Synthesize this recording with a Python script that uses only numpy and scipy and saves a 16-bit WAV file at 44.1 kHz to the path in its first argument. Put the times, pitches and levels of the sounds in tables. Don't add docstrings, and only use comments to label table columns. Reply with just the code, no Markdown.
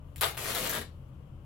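import sys
import numpy as np
from scipy import signal
from scipy.fft import rfft, irfft
from scipy.io import wavfile
from scipy.ndimage import uniform_filter1d

SR = 44100
rng = np.random.default_rng(int(sys.argv[2]) if len(sys.argv) > 2 else 0)


def output_pcm(signal):
    pcm = np.clip(np.atleast_2d(signal).T, -1, 1) * 32767
    wavfile.write(sys.argv[1], SR, np.round(pcm).astype(np.int16))


N = 63945
T = np.arange(N) / SR

# spectrum of the moving air (f/Hz, level/dB). Levels in all tables are relative.
AIR_SPECTRUM = [(20, -13), (60, -6), (150, -10), (200, -16), (250, -21), (300, -19.5), (400, -27),
                (580, -23), (680, -32.5), (1100, -32.5), (1700, -46), (2400, -45.5), (3000, -40.5),
                (3900, -53.5), (6000, -56), (9000, -58), (13000, -64), (16000, -67)]
# (f/Hz, correlation)
AIR_COHERENCE = [(30, .97), (130, 0.92), (290, .82), (640, .63), (1400, .03), (16000, 0.036)]
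# (f/Hz, width/Hz, level/dB)
DUCT_MODES = [(37.5, 9, -57.5), (81, 9.3, -51), (129.6, 24, -52.5)]
# (f/Hz, left minus right/dB)
AIR_BALANCE = [(60, 4.5), (130, 3.5), (290, 7), (640, 7.5), (1400, 16), (3100, 10.5), (6800, -1.5),
               (15000, 5)]
# (f/Hz, T60/s)
ROOM_DECAY = [(150, .42), (600, 0.24), (1700, 0.19), (4500, 0.27), (10000, .18), (16000, 0.13)]
# (delay/s, relative gain)
REFLECTIONS = [(.0009, 0.098), (.0031, 0.34), (.0066, .35), (.0098, 0.28), (0.0169, .25)]
# (f/Hz, left minus right/dB)
SHIRT_BALANCE = [(100, 2.5), (300, 6), (1000, 9), (1700, 6), (3000, 8), (4300, 7), (6000, 4), (9500, 0),
                 (11500, -0.5), (13500, 14.5), (16000, -4.5)]
# (t/s, level/dB)
RUSTLE_LEVELS = [(0, -81), (.085, -74.5), (.15, -73), (.85, -73), (1.0, -75.5), (1.15, -76), (1.25, -79),
                 (1.45, -79.5)]
# (t/s, level/dB)
FLUTTER_LEVELS = [(0.369, -60), (0.522, -60), (.585, -42), (.64, -39.5), (.69, -45), (.75, -44.5),
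                  (.83, -60)]
# (f/Hz, level/dB)
PANEL_SPECTRUM = [(70, -28), (130, -1), (200, -3.5), (300, -3), (420, -3.5), (650, -11), (1200, -34.5),
                  (16000, -61)]
# (f/Hz, level/dB)
FIBRE_SPECTRUM = [(200, -35), (1500, -5.5), (4000, -4.5), (6000, -6), (7600, -2.5), (8700, -7),
                  (10000, 0.5), (11500, 2.5), (13000, -3), (16000, -3.5)]
# (f/Hz, level/dB)
THREAD_SPECTRUM = [(100, -28), (290, -16.5), (420, 4), (800, -2.5), (1700, 5.5), (2600, -6), (3700, -2.5),
                   (5000, -13), (9000, -24), (16000, -41.5)]
# (f/Hz, level/dB)
SEAM_SPECTRUM = [(120, -36.5), (250, -28), (320, -9.5), (390, -0.5), (550, -6.5), (790, 5.5), (1000, 0),
                 (1400, 0), (2300, -3.5), (3700, -12.5), (5500, -20.5), (9000, -31), (16000, -39)]
# (f/Hz, level/dB)
CLOTH_SPECTRUM = [(100, -6), (230, -3), (330, -10.5), (430, 4.5), (620, 1.5), (850, -2.5), (1700, -0.5),
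                  (3400, -4.5), (5000, -10), (9000, -9.5), (16000, -33)]
# (t/s, pluck/dB, crackle/dB)
THREAD_SNAPS = [(0.1602, -64, -37.5), (0.1817, -62, -40.5), (0.2104, -28, -18), (.2160, -24.5, -22),
                (.2260, -21.5, -40), (.2348, -21, -20.5), (.347, -41.5, -40.5), (0.5495, -33, -24),
                (0.6636, -51, -28.5), (0.6737, -43, -26), (0.6954, -33, -21), (.727, -32, -36),
                (0.7338, -34.5, -28.5), (.7372, -43, -33), (0.7414, -32.5, -34), (.752, -39, -25.5),
                (.7595, -32, -48), (.763, -30.5, -30), (.772, -32, -36.5), (0.778, -35, -57),
                (.7848, -38, -34), (.794, -39, -52), (0.8139, -34, -38), (0.8166, -41, -40.5),
                (.820, -58, -62)]
# (t/s, pluck/dB, crackle/dB)
SEAM_STRAIN = [(.159, -56, -51.5), (.168, -64.5, -56), (.185, -66, -56), (.206, -59, -52)]
# (t/s, pluck/dB, crackle/dB)
SEAM_BURST = [(.2098, -36, -20.5), (.217, -27, -44.5), (.224, -33.5, -49.5), (.234, -23.5, -41),
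              (.246, -32.5, -30), (.262, -36.5, -33), (.305, -43.5, -41), (.335, -55.5, -57),
              (.365, -63, -69)]
# (t/s, pluck/dB, crackle/dB)
LONG_RIP = [(.370, -35, -32), (.386, -38, -38.5), (.425, -37.5, -37), (.493, -32, -32.5), (.535, -38, -37),
            (.555, -31, -36), (.577, -32, -30.5), (.615, -37, -35), (.640, -32, -31.5), (.674, -32.5, -42),
            (.690, -58, -72), (.700, -32.5, -30), (.720, -40.5, -38.5), (.757, -36, -53),
            (.785, -41.5, -42), (.805, -55, -54), (.820, -56, -60)]


def amp(db):
    return 10 ** (np.asarray(db) / 20)


def unit_rms(x):
    return x / np.sqrt(np.mean(x ** 2) + 1e-20)


def at_hz(points, hz):
    f, value = np.transpose(points)
    return np.interp(np.log(hz + 1), np.log(f), value)


def colour(x, spectrum, db_scale=1, unit_energy=True, size=2048):
    hz = abs(np.fft.fftfreq(size, 1 / SR))
    log_gain = np.log(amp(db_scale * at_hz(spectrum, hz)))
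    kernel = np.fft.ifft(np.exp(np.conj(signal.hilbert(log_gain)))).real[:size // 2]
    return signal.fftconvolve(x, kernel / (np.linalg.norm(kernel) if unit_energy else 1))[:N]


def steadied(x, span_s=.012):
    span = int(span_s * SR)
    power = signal.fftconvolve(x ** 2, signal.windows.hann(2 * span + 1) / span, "same")
    return x / np.sqrt(abs(power) + np.mean(x ** 2) / 20)


def envelope(times, db):
    return amp(np.interp(T, times, db)) * (T >= times[0]) * (T <= times[-1])


def ventilation():
    hz = np.fft.rfftfreq(N, 1 / SR)
    left, other = rfft(rng.standard_normal((2, N)))
    coherence, shape = at_hz(AIR_COHERENCE, hz), amp(at_hz(AIR_SPECTRUM, hz))
    right = coherence * left + np.sqrt(1 - coherence ** 2) * other
    air = irfft(np.array([left, right]) * shape, N)
    air *= amp(-60.5) / np.std(irfft(left * shape * (hz > 200), N))
    hum = 0
    for f, width, db in DUCT_MODES:
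        phases = np.exp(2j * np.pi * rng.random(len(hz)))
        hum += amp(db) * unit_rms(irfft(phases / (1 + (2 * (hz - f) / width) ** 2), N))
    side_db = at_hz(AIR_BALANCE, hz) / 2
    return irfft(rfft(air + hum) * amp([side_db, -side_db]), N)


def room_response(tail_db, echo_db, coherent_hz=750, build_s=.0025, port_lag_s=.00074, delay_spread=.12):
    size = SR // 2
    t, hz = np.arange(size) / SR, np.fft.rfftfreq(size, 1 / SR)
    left, other = rfft(rng.standard_normal((2, size)))
    coherence = 1 / (1 + (hz / coherent_hz) ** 2)
    right = coherence * left + np.sqrt(1 - coherence ** 2) * other
    f, frame_s, frames = signal.stft(irfft([left, right], size), SR, nperseg=256)
    decay = np.exp(-np.log(1000) * frame_s / at_hz(ROOM_DECAY, f)[:, None])
    tail = signal.istft(frames * decay, SR)[1][:, :size]
    tail *= 1 - np.exp(-(t / build_s) ** 2)
    out = amp(tail_db) * tail / np.linalg.norm(tail[0])
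    out[:, 0] += 1
    for delay_s, gain in REFLECTIONS:
        side, shift = rng.uniform(-.8, 1, 2)
        delay_s *= 1 + delay_spread * shift
        out[0, round(delay_s * SR)] += gain * amp(echo_db)
        out[1, abs(round((delay_s + side * port_lag_s) * SR))] += gain * amp(echo_db)
    return out / np.linalg.norm(out[0])


def office(x, tail_db, echo_db, places=5, step_s=.07):
    out = np.zeros((2, N))
    for place in range(places):
        steps_away = (T / step_s - place + places / 2) % places - places / 2
        crossfade = np.cos(np.pi / 2 * np.minimum(abs(steps_away), 1))
        out += signal.fftconvolve((x * crossfade)[None], room_response(tail_db, echo_db), axes=1)[:, :N]
    return out


def rustle(clicks_per_s=5000):
    clicks = rng.standard_normal(N) * (rng.random(N) < clicks_per_s / SR)
    return unit_rms(colour(clicks, FIBRE_SPECTRUM)) * amp(np.interp(T, *np.transpose(RUSTLE_LEVELS)))


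def flutter():
    shudder = colour(rng.standard_normal(N), PANEL_SPECTRUM)
    return steadied(shudder, span_s=.024) * envelope(*np.transpose(FLUTTER_LEVELS))


def snaps(shake_gain=.74, shake_decay_s=.0032, burst_decay_s=.0007, size=400):
    plucks, bursts = np.zeros((2, N))
    t = np.arange(size) / SR
    for time_s, pluck_db, crackle_db in THREAD_SNAPS:
        at = round(time_s * SR)
        shake = rng.standard_normal(size) * np.exp(-t / shake_decay_s)
        burst = rng.standard_normal(size) * np.exp(-t / burst_decay_s)
        plucks[at] -= amp(pluck_db)
        plucks[at:at + size] += amp(pluck_db) * shake_gain * shake / np.linalg.norm(shake)
        bursts[at:at + size] += amp(crackle_db) * burst / np.linalg.norm(burst)
    pluck = colour(plucks, THREAD_SPECTRUM) / np.hypot(1, shake_gain)
    crackle = colour(bursts, FIBRE_SPECTRUM)
    return np.sqrt(.003 * SR) * (pluck + crackle)


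def fray(breaks, decay_s, clicks_per_s=9000, spread_db=5):
    shower = np.sqrt(signal.lfilter([1], [1, -np.exp(-2 / (decay_s * SR))], breaks ** 2))
    signs = rng.choice([-1., 1.], N)
    strengths = amp(spread_db * np.clip(rng.standard_normal(N), -2, 2))
    return shower * signs * strengths * (rng.random(N) < clicks_per_s / SR)


def tear(levels, spectrum, threads_per_s, jitter, spread_db, spurt_depth=.2, spurt_threads=14):
    gap, strength, drift = np.clip(rng.standard_normal((1500, 3)), -2, 2).T
    spurts = spurt_depth * unit_rms(uniform_filter1d(drift, spurt_threads))
    break_s = np.cumsum(np.exp(jitter * gap + spurts)) / threads_per_s
    breaks = np.bincount((break_s * SR).astype(int), amp(spread_db * strength), N)[:N]
    recoil = unit_rms(uniform_filter1d(breaks, size=SR // 100) - breaks)
    scatter = .73 * unit_rms(fray(breaks, decay_s=.00073))
    times, pluck_db, crackle_db = np.transpose(levels)
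    pluck = steadied(recoil + scatter) * envelope(times, pluck_db)
    crackle = steadied(fray(breaks, decay_s=.00055)) * envelope(times, crackle_db)
    return np.array([colour(pluck, spectrum), colour(crackle, FIBRE_SPECTRUM)])


def scene():
    strain = tear(SEAM_STRAIN, CLOTH_SPECTRUM, threads_per_s=350, jitter=.5, spread_db=-7.5)
    burst = tear(SEAM_BURST, SEAM_SPECTRUM, threads_per_s=520, jitter=.5, spread_db=3)
    rip = tear(LONG_RIP, CLOTH_SPECTRUM, threads_per_s=470, jitter=.45, spread_db=2)
    pluck, crackle = strain + burst + rip
    cloth = office(pluck + flutter(), tail_db=4, echo_db=4)
    fibres = office(crackle + rustle(), tail_db=6.5, echo_db=12)
    threads = office(snaps(), tail_db=3, echo_db=6.5)
    left, right = amp(-3) * (cloth + fibres + threads)
    left = colour(left, SHIRT_BALANCE, db_scale=.5, unit_energy=False)
    right = colour(right, SHIRT_BALANCE, db_scale=-.5, unit_energy=False)
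    return np.array([left, right]) + ventilation()


def record(dry):
    lowpass = signal.firwin(511, 16050, window=("kaiser", 9), fs=SR)
    return signal.oaconvolve(dry, lowpass[None], "same")


dry = scene()
out = record(dry)
output_pcm(out)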